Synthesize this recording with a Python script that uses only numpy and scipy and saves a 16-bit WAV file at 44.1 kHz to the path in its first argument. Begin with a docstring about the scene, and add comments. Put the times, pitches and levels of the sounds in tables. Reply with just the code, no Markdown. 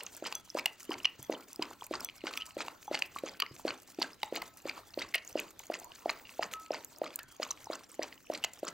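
"""A dog laps broth from a glazed bowl about three times a second, close by in a quiet carpeted room.
Each stroke is a low plop, a damped sine for the air pocket scooped under by the tongue, then a splash built
from random bubble grains. Wet smacks and thin saliva ticks are bubble tones with puffs of shaped noise. Now
and then a tooth rings the bowl's modes or the bowl bumps its board; once, a falling whistle of carried noise
is slurped. Sparse echoes and a soft noise floor give the room; two ports hear it all as left and right."""
import sys
import numpy as np
from scipy import signal
from scipy.fft import rfft, irfft, next_fast_len
from scipy.io import wavfile
from scipy.ndimage import uniform_filter1d

SR = 44100
rng = np.random.default_rng(int(sys.argv[2]) if len(sys.argv) > 2 else 0)


def generate_wav(signal):
    """Clip the signal to [-1, 1] and save it as 16-bit WAV at the path in sys.argv[1]."""
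    frames = np.transpose(np.atleast_2d(signal))
    scaled = np.clip(frames, -1, 1) * 32767
    pcm = np.round(scaled).astype(np.int16)
    wavfile.write(sys.argv[1], SR, pcm)


N = 384978  # length in samples

# Tongue strokes: plunge_s, pocket_level_db, pocket_pitch_hz, pocket_fall_ms, bowl_swing_level_db,
# splash_delay_ms, then changes to the churning: lick_db, slosh_db, splash_db, swallow_db
STROKES = [(0.2259,-32,596,2,-35.5,-3,4.5,0,3,2.5),(.552,-24,573,2.7,-31,-10,-1.5,3,1,2),(0.8956,-44,510,1.2,-26.5,-13,3,0,-2,0.5),
           (1.2987,-20,560,1.15,-26.5,-7,2.5,3.5,-5.5,-5),(1.596,-38,716,3.3,-26,-11,2,1,-2,-0.5),(1.9125,-29,590,2.7,-28.5,-12,-0.5,3.5,3,3),
           (2.2409,-37,580,2.3,-29.5,-2,1.5,-1.5,-1,4),(2.5697,-29.5,570,3.1,-33.5,-6,0.5,0.5,1.5,2.5),(2.9142,-25,590,2.8,-31,-8,-1.5,3,5,2),
           (3.238,-27.5,540,3.2,-32.5,-7,2.5,-1,0,-4.5),(3.6531,-23.5,557,2.3,-26,-1.5,2,2,2,-3.5),(3.9892,-38.5,700,2.1,-26.5,3,1,1.5,2.5,-2),
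           (4.3265,-25.5,512,1.7,-36,-7,3,2.5,0.5,4),(4.6565,-31,552,3.5,-34,-7,-1.5,-2,3.2,5),(4.9768,-26.5,566,2.5,-31,5,-2,-2,-0.5,-2),
           (5.3569,-21,580,2.3,-27.5,-4,2.5,-0.5,1.5,-1.5),(5.702,-22.5,640,1.9,-33,-1,1.5,-2.5,-2.5,-0.5),(6.06,-19.5,670,1.6,-33.5,-2,4,-1.5,-3,.1),
           (6.395,-19.5,673,1.7,-37.5,-5,5.5,-0.5,-1.5,4),(6.708,-19.5,597,1.6,-38.5,.1,1.5,-0.5,0.5,-2),(7.0183,-20,604,1.92,-37,7,-0.5,-0.5,-4.5,2.5),
           (7.4009,-26,587,2,-41.5,-5,-2.5,.1,-0.3,-2.5),(7.7022,-25.5,600,2,-35,-9,2.5,-1,-1,-6.5),(7.995,-22.5,600,2.1,-31,-3,-0.5,-3.5,-2,-0.5),
           (8.3018,-22,614,2.4,-33.5,16,-6,-1.5,-3.5,-1),(8.6321,-26,584,2.4,-33.5,-3,4,-2,-2,-5)]
SURFACE_DB = -51  # tick of the breaking surface
# Larger bubbles bursting: peak_s, tone_level_db, pitch_hz, fall_ms
BUBBLES = [(0.263,-31,910,1),(.3257,-32,1090,1.1),(.572,-26.5,1000,.6),(.576,-30,1000,1.6),(0.5874,-35,1070,1),
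           (.6626,-29,810,1.6),(.9109,-29.5,1010,1.4),(1.0556,-32,1180,0.32),(1.3262,-28,820,0.61),(1.6202,-32,984,5.4),
           (1.7118,-34,930,0.7),(1.8225,-32.5,960,1.7),(1.9381,-31,1110,3.1),(1.9499,-36,930,2.3),(1.9967,-39.5,1400,3.7),(2.0144,-36,990,.8),(2.271,-27,1050,0.44),
           (2.2764,-35,1506,4.6),(2.311,-36,1180,1.1),(2.6068,-27,1210,.6),(2.6831,-28,980,1.05),(2.88,-31.5,830,4.9),(2.9435,-32,824,4.5),
           (3.1624,-29,1124,3.2),(3.4007,-33.5,1460,1.5),(3.4244,-26.5,1170,2.7),(3.4341,-33,1110,1.6),(3.5967,-39.5,930,1.3),
           (3.6772,-29,724,1.3),(3.681,-31.5,1500,2.7),(3.706,-29,1340,0.54),(4.018,-25,920,1.4),(4.2328,-23.5,854,3.2),
           (4.4203,-33,1000,1.3),(4.428,-29.5,855,0.6),(4.6747,-34,1020,0.73),(4.7781,-33.5,980,1.1),(5.1557,-30.5,664,1.8),
           (5.603,-43,880,2),(5.8175,-43,750,2.3),(6.0957,-28.5,1060,1.2),(6.1,-24,1230,0.45),(6.426,-33.5,1230,2.5),(6.4316,-24,970,0.64),(6.7394,-32,1310,0.68),
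           (6.745,-29,930,1.4),(7.0409,-35,1240,1.2),(7.063,-37,1240,3),(7.19,-38,1380,2.2),(7.4295,-31,1190,1.9),
           (7.466,-36,1000,1),(7.511,-35.5,1130,2),(7.6706,-36.5,880,2.9),(7.7332,-30.5,1300,0.66),(8.0424,-35,760,0.7),(8.4476,-26,806,0.58),
           (8.669,-36,1300,2.6),(8.681,-35,1300,.9)]
# Wet smacks of the mouth: peak_s, tone_level_db, mouth_pitch_hz, fall_ms, spray_re_tone_db
SMACKS = [(.007,-35.5,2780,3,-1.5),(.0679,-40,2740,1.9,-2.5),(0.253,-38,3120,1.8,-2),(.264,-42,2310,1.8,5),(.2732,-31.5,2160,0.77,-3),(0.3252,-37.5,2160,1.9,5),
          (0.589,-29,2220,1.6,-2.5),(0.5962,-28.5,2230,1.2,-8),(0.659,-18,2840,2.5,-6),(0.918,-29.5,3010,2,-13),
          (0.941,-36,2130,1,4),(1.0027,-36,2810,.7,-16),(1.0472,-24.5,3100,2.6,-6),(1.0549,-13.5,2860,2.1,-9),
          (1.3257,-44,2230,0.93,8.5),(1.3512,-37,3040,2.4,-18),(1.625,-32.5,3040,2.1,2),(1.8115,-39.5,3250,0.97,-19),(1.939,-32,1850,0.65,-1.5),
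          (2.0891,-36.5,3200,0.71,-0.5),(2.098,-36.5,3040,1.1,-6),(2.208,-49,2790,1.4,-2),(2.2175,-50,2500,1.2,0),(2.2695,-39,2160,3.2,7.5),(2.28,-44,2400,1.4,8),
          (2.3376,-43,2900,2.7,6.5),(2.3758,-28,2100,0.51,0.5),(2.403,-40,2820,3,-10),(2.409,-36,2780,1.3,-10),(2.4128,-30,2900,.6,-8),(2.4214,-28,3000,1.6,-10),
          (2.43,-43,2900,2,-8),(2.6068,-28.5,2380,0.87,-6),(2.683,-34.5,2700,1.3,-3),(2.9461,-24.5,2070,2.1,-1),(2.9528,-25,4400,0.83,-1.5),
          (2.9755,-32,2860,0.8,-4),(3.023,-17.5,2690,0.96,-6.5),(3.171,-41,2440,.7,-2),(3.186,-41,3900,3.9,-0.5),(3.401,-29.5,4530,4.1,0),(3.396,-44,4000,1.1,-2),(3.422,-21.5,3030,1.7,-1.5),
          (3.4642,-35.5,2110,1.3,-7),(3.6804,-29.5,4270,1.3,-2.5),(3.6905,-26.5,4500,.9,-16),(3.7068,-37.5,2840,2.1,1.5),
          (4.0177,-28,4230,0.34,2.5),(4.028,-31,4330,1.7,4.5),(4.045,-34,1570,3.1,-15),(4.218,-47,3010,2.1,-9),(4.2318,-29,3770,1.8,0.5),
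          (4.3611,-36,4100,5.2,2.5),(4.4193,-33.5,2060,2.8,-4),(4.696,-27,2310,1.4,-3.5),(4.9425,-37,4350,0.4,-9),
          (4.9907,-32,4460,0.44,-2.5),(5.019,-31,2090,2.8,-2),(5.0252,-32.5,3800,1.5,-12),(5.141,-30,2000,0.65,-6),(5.1453,-20,2160,2.8,-5),
          (5.15,-22.5,1930,2,-6.5),(5.1578,-28.5,2790,4.5,-6),(5.1802,-42,2900,4.6,4),(5.376,-36,2780,2.8,-7),
          (5.3945,-28,2530,1.1,-5),(5.5976,-42,2830,0.95,-2),(5.7414,-36.5,1980,0.75,7),(5.7518,-34,1910,.9,-15),(5.92,-38.5,2930,0.56,-8),
          (5.96,-42.5,2400,.9,-1),(6.095,-28,2140,1.1,-0.5),(6.1,-26,4130,1.1,-4),(6.253,-44.5,2800,5.6,-9),(6.2722,-44,2760,.7,-12),(6.294,-44.5,2660,.8,3),(6.4275,-25.5,1820,.8,-16),(6.432,-34.5,2240,0.7,3.5),
          (6.4423,-39,2140,.5,-7),(6.538,-31,2030,0.14,2),(6.7461,-32.5,2000,0.5,-13),(6.7514,-36,2180,1.6,-7),
          (7.0643,-38,2220,1,-15),(7.077,-45,2930,1.5,3),(7.106,-43,3350,1,-1),(7.191,-47.5,2950,5.1,5),(7.432,-34.5,2220,.8,3),(7.5065,-39,3900,3.1,-11),(7.5757,-48,3100,0.68,-4),(7.7315,-33.5,4100,.5,-10),
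          (8.0192,-35.5,1920,1.7,-21),(8.034,-36.5,4800,0.47,0.5),(8.127,-41.5,2000,0.93,-4),(8.179,-50,3000,0.73,-2),(8.2705,-47,2530,.7,-7),(8.337,-41,1910,.8,-4),(8.349,-37,4040,4.3,2.5),
          (8.4305,-38,2740,2,-10),(8.44,-20,2900,1.3,-7),(8.4445,-26,2800,3.4,.5),(8.679,-44,3210,1.6,-12)]
SMACK_RISE_S = 0.00077
# Saliva ticks: peak_s, tone_level_db, pitch_hz, mist_re_tone_db
TICKS = [(.0344,-37.5,8480,2),(.0652,-31.5,6260,-32),(.1492,-40.5,5700,-18),(0.1668,-43,7900,4),(.2682,-30.5,5000,-9),(.3262,-39,7000,0),
         (.353,-25,5950,-4.5),(.502,-34,5280,-24),(0.5865,-31,5000,-10),(.5936,-32,4970,-8),(0.6585,-34.5,4600,10),
         (.8303,-43,6900,0),(0.9058,-35.5,5000,-7),(1.053,-29,5800,-36),(1.2282,-41,7750,6.5),(1.531,-37.5,5860,-2.5),(1.56,-37,4960,-4),
         (1.6241,-25,4860,-18),(1.8663,-46,7900,7),(1.954,-28,4760,-31),(2.0064,-33.5,5340,-2),(2.047,-28,5870,0.5),
         (2.3737,-33,5420,0),(2.6126,-37,4880,-30),(2.961,-38,4610,-29),(3.024,-37,4500,-11),(3.1881,-39.5,7400,-1),
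         (3.294,-34.5,4740,-17),(3.4015,-29,4600,1.5),(4.021,-19,4680,-18),(4.2313,-40,4500,4),(4.356,-35,4570,1),
         (4.365,-32,4500,-31),(4.371,-33,6400,-29),(4.42,-35,4570,-1),(4.6965,-32,4440,-23),(4.994,-31,4700,-11),
         (5.1426,-36,4600,3),(5.154,-30,8930,2.5),(5.2494,-44,6500,-4),(5.2764,-32.5,6600,-20),(5.328,-39.5,5930,-16),(5.4,-33.5,6460,1),
         (5.593,-35,6280,-4),(5.6683,-43.5,6660,-6),(5.7898,-40,7600,-13),(5.799,-38,6430,-1),(5.845,-40,6930,0),(6.0954,-27,4700,-33),(6.108,-37,6700,-7),(6.426,-32,4700,-29),
         (6.434,-30,4970,-22),(6.441,-34,6450,-35),(6.5372,-31.5,6670,-5),(6.719,-35,5250,-29),(6.7454,-30.5,4780,-32),
         (6.847,-33.5,6700,-1),(7.1585,-36,8230,10.5),(7.1909,-37.5,4830,1.5),(6.985,-45,6370,3),(7.2315,-42,6950,0),(7.43,-23.5,4900,-16),(7.4356,-31,6750,-24),
         (7.476,-47,6500,-8),(7.5086,-21.5,6400,-34),(7.5128,-23,5800,-16),(7.6435,-38,6150,-11),(7.7345,-31.5,4880,-24),(7.917,-42,7950,-21),(8.0313,-27,5740,-29),
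         (8.4406,-24.5,7500,-10),(8.4474,-24,6640,-8),(8.5347,-36.5,7260,-7),(8.67,-35,5030,-16),(8.68,-34,6400,-25)]
# Chance pops of each stroke: from_s, to_s (both after the plunge), mean bubble_db, smack_db, tick_db
DROPLETS = [(-.1, -0.066, -54.5, -55.5, -52), (-.07, -.035, -56, -55.5, -48.5),
            (.012, 0.036, -40, -44, -41.5), (.02, 0.051, -43.5, -44, -41), (.03, .06, -41.5, -45, -45.5),
            (.09, .15, -49, -50.5, -47.5)]
DROPLET_SPREAD_DB = 10.5  # full range of the chance levels

# Relative bubble spectra, coarse to fine; each: pitch_hz, level_db
SLOSH_SPECTRUM = [(150, 3), (300, 7), (600, 5), (1200, 5), (1700, -23)]
SPLASH_SPECTRUM = [(1300, 12.5), (2100, 11.5), (2900, 9.5), (3600, 9), (4700, 11), (5500, -39)]
FIZZ_SPECTRUM = [(4000, -10), (5000, 0.5), (6500, 5), (8000, -0.5), (9500, -16)]
MIST_SPECTRUM = [(5000, -41), (7500, -3), (9500, -6), (12500, -1.5), (15500, -3.5)]
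# Relative noise spectrum of the spray around a smack: frequency_hz, level_db
SPRAY_SPECTRUM = [(400, -30), (900, -12), (1600, -14), (2100, 0), (2900, 0), (3500, -9), (4600, -6),
                  (6000, -17), (9000, -32), (15500, -36)]
# Churning over one stroke (lick, hush, plunge, splash, swallow, hush), before the stroke's own changes:
# after_plunge_s, slosh_level_db, splash_level_db, fizz_level_db, mist_level_db
STROKE_SHAPE = [(-.125, -72.5, -68, -74, -77.5), (-.1, -67, -67, -64, -63), (-.04, -69, -68.5, -70, -64.5),
                (-.02, -72.5, -71.5, -75, -77), (.01, -55.5, -57.5, -67, -60),
                (.045, -49, -47.5, -55.5, -89), (.075, -55.5, -59, -65, -67), (.13, -60.5, -61, -66, -63.5),
                (.17, -67, -72, -75, -69)]
UNHEARD_PLUNGE_S = -0.063  # a plunge just before the start, whose churn still dies away
SPLASH_FROM_S, SWALLOW_FROM_S = 0.025, 0.1  # after the plunge
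BURSTS_PER_S, BURST_FALL_S = 45, 0.005  # droplets land in sudden clusters that thin out

# A tooth touches the bowl; the spot decides which modes ring: start_s, lowest_mode_db, upper_modes_db
KNOCKS = [(0.349, -63, -40), (0.5, -81, -58), (1.223, -78, -53), (2.047, -68, -45), (2.374, -50.5, -47),
          (2.873, -76, -52.5), (4.371, -49, -66), (6.536, -40.5, -57)]
# Modes of the glazed wall: pitch_hz, level_re_knock_db, t60_s
BOWL_MODES = [(1291, 0, .5), (3370, -4, .14), (6067, 0, .11)]
# The bowl bumps its board: bump_s, level_db
THUDS = [(0.954, -53), (1.186, -46), (1.591, -54), (1.817, -62), (2.559, -55), (2.897, -53.5), (3.225, -59),
         (3.505, -45), (3.7, -55), (4.314, -64), (4.64, -54), (4.979, -60), (7.232, -62)]
THUD_DELAY_S = 0.0064  # from the bump to the start of the ringing
# Modes of the board: pitch_hz, level_re_thud_db, t60_s
BOARD_MODES = [(129, 8, 0.045), (330, 12.5, 0.013)]
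# One slurp of air drawn past the lips: time_s, pitch_hz, level_db
SLURP_GLIDE = [(7.188, 1810, -66), (7.205, 1736, -54), (7.251, 1546, -68), (7.31, 1410, -69)]

# Phase by which the left port leads (negative: lags): frequency_hz, lead_rad
PORT_LEAD = [(100, 0.21), (2000, -0.31), (5400, -0.73), (8700, -1.02), (11000, -1.8), (13500, -1.53),
             (15500, -0.83)]
# Reverberation time: frequency_hz, t60_s
ROOM_T60 = [(200, 0.49), (600, 0.23), (2000, 0.27), (5000, 0.14), (12000, 0.047)]
# Echo strength, dulled by soft furnishings, for a tap of unit height: frequency_hz, tap_level_db
WALL_ECHO = [(200, -37), (350, -40), (600, -37), (1500, -35), (3000, -43), (7000, -46), (15000, -48)]
# Relative spectrum of the room tone: frequency_hz, level_db_per_hz
AIR_SPECTRUM = [(15, -32), (30, -10), (80, 0), (170, -6.5), (300, -0.5), (450, -15.5), (900, -13.5),
                (1700, -26), (2500, -22), (6700, -28.5), (10000, -36.5), (16000, -23)]
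AIR_DB = -61.5  # RMS level of the whole room tone
# Depth of the drifting patches in the room tone: frequency_hz, depth_db
PATCH_DEPTH = [(60, 2.5), (200, 1.5), (600, -9.5), (15000, -9)]
# Likeness of the room tone at the two ports: frequency_hz, correlation
PORT_LIKENESS = [(60, 0.94), (130, 0.51), (300, 0.23), (700, 0.19), (3000, 0.18), (7000, 0.14),
                 (15000, 0.058)]
EDGE_HZ = 15900  # upper band limit


def plops():
    """Cavity resonance: the scooped pocket and the bowl's slosh swing together as the surface ticks."""
    out = np.zeros((2, N))
    for s, pocket_db, hz, fall_ms, swing_db, *_ in STROKES:
        t, pocket_shape = hump(0.0011, fall_ms / 1000)
        pocket = pocket_shape * np.sin(2 * np.pi * hz * t)
        swing = hump(0.0015, 0.003)[1] * np.sin(2 * np.pi * 340 * t)
        add(out, s + t[0], gain_of(pocket_db) * pocket + gain_of(swing_db) * swing)
        surface = pop(1870, 0.00022, 0.00094, 0, 1.7, SPRAY_SPECTRUM)
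        add(out, s + t[0] - 1 / hz, gain_of(SURFACE_DB) * surface)  # one pocket period earlier
    return out


def tongue():
    """Bubble radiation: bursts, smacks and ticks are short tones; ticks differ at random between ports."""
    out, lead = np.zeros((2, N)), 256 / SR  # a pop peaks 256 samples in
    bubbles, smacks, ticks = droplets()
    for s, db, hz, fall_ms in BUBBLES + bubbles:
        bubble = pop(hz, 0.0005, fall_ms / 1000, 0.0034, -14.0, SLOSH_SPECTRUM)
        add(out, s - lead, gain_of(db) * bubble)
    for s, db, hz, fall_ms, spray_db in SMACKS + smacks:
        smack = pop(hz, SMACK_RISE_S, fall_ms / 1000, 0.004, spray_db, SPRAY_SPECTRUM)
        add(out, s - lead, gain_of(db) * smack)
    for s, db, hz, mist_db in TICKS + ticks:
        tick = gain_of(db) * pop(hz, 0.0001, 0.0013, 0.0089, mist_db, MIST_SPECTRUM)
        add(out, s - lead, tick)
        # a late copy of random sign and size makes the right port differ
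        add(out[1:], s - lead + 1 / SR, rng.uniform(-0.48, 0.61) * tick)
    return out


def droplets():
    """Chance events: one small bubble, smack and tick fall at random in each busy phase of a stroke."""
    bubbles, smacks, ticks = [], [], []
    for plunge, *_ in STROKES:
        for start, end, bubble_db, smack_db, tick_db in DROPLETS:
            when, size, pitch, wet = rng.random((4, 3))
            s = plunge + start + (end - start) * when
            db = DROPLET_SPREAD_DB * (size - 0.5)
            bubbles.append((s[0], bubble_db + db[0], 800 + 700 * pitch[0], 0.69 + 0.57 * wet[0]))
            smacks.append((s[1], smack_db + db[1], 1900 + 2200 * pitch[1] ** 2, 1.1, 4 - 12 * wet[1]))
            ticks.append((s[2], tick_db + db[2], 4700 + 2800 * pitch[2], -2 - 26 * wet[2]))
    return bubbles, smacks, ticks


def pop(hz, rise, fall, glide, spray_db, spectrum):
    """Bubble resonance: the tone rises by its glide as the pocket shrinks, wrapped in a puff of spray."""
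    t, shape = hump(rise, fall)
    tone = np.cos(2 * np.pi * hz * t * (1 + glide * np.clip(t / fall, -2, 4)))
    spray = evened(echoed(coloured(rng.standard_normal(len(t)), spectrum)))
    return shape * (tone + gain_of(spray_db) * spray)


def hump(rise, fall):
    """Growth and decay about a peak 256 samples in; rise and fall are the seconds for a 6 dB change."""
    t = (np.arange(2048) - 256) / SR
    rising_db = -6 * (t / max(rise, 1e-4)) ** 2
    falling_db = -6 * (np.maximum(t, 0) / max(fall, 2e-4)) ** 1.25
    return t, gain_of(np.where(t < 0, rising_db, falling_db))


def broth():
    """Bubble ensembles: four size ranges follow the churning and burst in shared clumps of some 20 ms."""
    slosh_db, splash_db, fizz_db, mist_db = churning() + [[0.5], [1.5], [2.5], [2.5]] * bursts()
    noise = rng.standard_normal(N)
    clumps = evened(uniform_filter1d(uniform_filter1d(noise, size=700), size=200))
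    out = gain_of(slosh_db + 2 * clumps) * grains(SLOSH_SPECTRUM, 1200, cycles=5.0, spread_db=4.0)
    out += gain_of(splash_db + 2 * clumps) * grains(SPLASH_SPECTRUM, 2600, cycles=9.0, spread_db=3)
    out += gain_of(fizz_db + 4 * clumps) * grains(FIZZ_SPECTRUM, 5000, cycles=7, spread_db=2.5)
    middle, side = [grains(MIST_SPECTRUM, 9000, cycles=3.0, spread_db=6.0, count=8) for _ in range(2)]
    mist = 0.59 * middle + [[0.5], [-0.5]] * side  # the side part is opposite at the two ports
    return out + gain_of(mist_db + 4.6 * clumps) * mist


def churning():
    """Periodic forcing: every stroke repeats one shape of four levels, each phase with its own force."""
    offset, shape = np.array(STROKE_SHAPE)[:, 0], np.array(STROKE_SHAPE)[:, 1:]
    splashing = (offset > SPLASH_FROM_S) & (offset < SWALLOW_FROM_S)
    phase = offset[:, None]
    s, levels = [UNHEARD_PLUNGE_S + offset], [shape]
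    for plunge, *_, late_ms, lick_db, slosh_db, splash_db, swallow_db in STROKES:
        s.append(plunge + offset + splashing * late_ms / 1000)
        plunge_db = [slosh_db, splash_db, splash_db, splash_db / 2]  # slosh, splash, fizz, mist
        force_db = np.where(phase < 0, lick_db, plunge_db)
        levels.append(shape + np.where(phase > SWALLOW_FROM_S, swallow_db, force_db))
    s, levels = np.concatenate(s), np.concatenate(levels)
    order = np.argsort(s)
    return [np.interp(np.arange(N) / SR, s[order], c) for c in levels[order].T]


def bursts():
    """Shot noise: a level jumps at chance moments and sinks back exponentially."""
    jumps = rng.exponential(1, N) * (rng.random(N) < BURSTS_PER_S / SR)
    level = signal.lfilter([1], [1, -np.exp(-1 / (BURST_FALL_S * SR))], jumps)
    return evened(np.minimum(level, 3) - level.mean())


def grains(spectrum, per_s, cycles, spread_db, count=16):
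    """Random superposition: tiny bubbles of many sizes burst by chance, a few louder, at unit RMS."""
    out, t = np.zeros(N), np.arange(1024) / SR
    for hz in np.geomspace(spectrum[0][0], spectrum[-1][0], count):
        strikes, at = np.zeros(N), rng.integers(0, N, round(per_s / count * N / SR))
        strikes[at] = gain_of(spread_db * np.minimum(rng.exponential(1, len(at)), 4))
        u = t * hz / cycles
        rising_phase = 2 * np.pi * hz * t * (1 + 0.041 * np.minimum(u, 2))
        grain = u * np.exp(-3 * u) * np.sin(rising_phase)
        weight = gain_of(read(spectrum, hz)) * hz / 1000
        out += weight * signal.oaconvolve(strikes, grain)[:N]
    return evened(echoed(out, share=0.043))


def echoed(x, share=0.079):
    """Comb filtering: the bowl wall returns the sound inverted 25 samples later, dips 1.76 kHz apart."""
    return signal.lfilter(np.r_[1, np.zeros(24), -share], 1, x)


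def bowl():
    """Modal vibration: the glazed wall rings after a tooth's touch; the board thuds as the bowl rocks."""
    out = np.zeros((2, N))
    for s, low_db, upper_db in KNOCKS:
        lowest = gain_of(low_db) * modes(BOWL_MODES[:1], turns=0.25)
        upper = gain_of(upper_db) * modes(BOWL_MODES[1:], turns=0.41)
        add(out, s, lowest + upper)
    for s, db in THUDS:
        add(out, s + THUD_DELAY_S, gain_of(db) * modes(BOARD_MODES, turns=0.25))
    return out


def modes(table, turns):
    """Modal superposition: damped sines struck together, each swelling over a number of turns."""
    t = np.arange(SR // 2) / SR
    out = np.zeros(len(t))
    for hz, db, t60 in table:
        swell = (1 - np.exp(-t * hz / turns)) ** 2
        out += gain_of(db - 60 * t / t60) * swell * np.sin(2 * np.pi * hz * t)
    return out


def slurp():
    """Modulated noise: slow noise carried on a pitch that falls as the lips close makes a fuzzy whistle."""
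    s, hz, db = np.transpose(SLURP_GLIDE)
    t, out = np.arange(s[0], s[-1], 1 / SR), np.zeros((2, N))
    a, b = uniform_filter1d(rng.standard_normal((2, len(t))), size=250)
    carrier = np.exp(2j * np.pi * np.cumsum(np.interp(t, s, hz)) / SR)
    whistle = evened((carrier * (a + 1j * b)).real)
    add(out, s[0], gain_of(np.interp(t, s, db)) * whistle)
    return out


def room(x):
    """Reverberation: sparse taps of random sign, each band dying at its own speed, partly shared by ports."""
    taps = np.zeros((3, SR // 2))  # left, right, shared
    slots = np.arange(500, SR // 2 - 20, 20)  # one tap in every 20 samples
    at = slots + rng.integers(0, 20, (3, (SR // 2 - 501) // 20))
    np.put_along_axis(taps, at, rng.choice([-1., 1.], at.shape), 1)
    hz, t, z = signal.stft(taps[:2] + 4.1 * taps[2], SR, nperseg=256)
    z *= gain_of(-60 * t / read(ROOM_T60, hz)[:, None] + read(WALL_ECHO, hz)[:, None])
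    tail = signal.istft(z, SR, nperseg=256)[1]
    return signal.fftconvolve(x[None], tail, axes=1)[:, :N]


def room_tone():
    """Partial coherence: air noise with faint drifting patches, partly alike at both ports."""
    frames, hz = N // 256 + 5, np.fft.rfftfreq(1024, 1 / SR)
    a, b, c, d, patches = rng.standard_normal((frames, 513, 5)).T
    # smoothed over frequency, then over time
    patches = evened(uniform_filter1d(uniform_filter1d(patches, 12, 0), 14, 1))
    same = np.clip(read(PORT_LIKENESS, hz), -1, 1)[:, None]
    left = a + 1j * b
    right = same * left + np.sqrt(1 - same ** 2) * (c + 1j * d)
    z = np.array([left, right])
    z *= gain_of(read(AIR_SPECTRUM, hz)[:, None] + read(PATCH_DEPTH, hz)[:, None] * patches)
    return gain_of(AIR_DB) * evened(signal.istft(z, nperseg=1024, noverlap=768)[1][:, :N])


def gain_of(db):
    """Decibel law: amplitude ratio of a level."""
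    return 10 ** (np.asarray(db) / 20)


def evened(x):
    """Normalisation: scales a signal to unit RMS."""
    return x / np.sqrt(np.mean(x ** 2) + 1e-20)


def read(points, hz):
    """Interpolation: reads a (frequency, value) curve along a logarithmic frequency axis."""
    f, value = np.transpose(points)
    return np.interp(np.log(hz + 1), np.log(f + 1), value)


def coloured(x, spectrum):
    """Linear filtering: shapes each row by a spectrum of frequency_hz, level_db."""
    size = x.shape[-1]
    return irfft(rfft(x) * gain_of(read(spectrum, np.fft.rfftfreq(size, 1 / SR))), size)


def add(mix, s, sound):
    """Superposition: adds a sound to every row from a time in seconds, cut off at the end."""
    part = mix[:, round(s * SR):][:, :len(sound)]
    part += sound[:part.shape[1]]


def scene():
    """Superposition: direct sound with the ports' phase difference, then room echoes and room tone."""
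    # a zero-phase high-pass thins the wet sounds below 150 Hz
    high_pass = signal.butter(2, 150, "high", fs=SR, output="sos")
    wet = signal.sosfiltfilt(high_pass, plops() + tongue() + broth())
    near = wet + bowl() + slurp()
    size = next_fast_len(N)
    half_lead = read(PORT_LEAD, np.fft.rfftfreq(size, 1 / SR)) / 2
    turned = rfft(near, size) * np.exp(1j * np.outer([1, -1], half_lead))
    direct = irfft(turned, size)[:, :N]
    return gain_of([[-0.1], [0.1]]) * direct + room(near.mean(0)) + room_tone()


def record(dry):
    """Band limitation: a linear-phase low-pass removes the sound above the edge."""
    low_pass = signal.firwin(511, EDGE_HZ, window=("kaiser", 9), fs=SR)
    return signal.oaconvolve(dry, low_pass[None], "same")


dry = scene()
out = record(dry)
generate_wav(out)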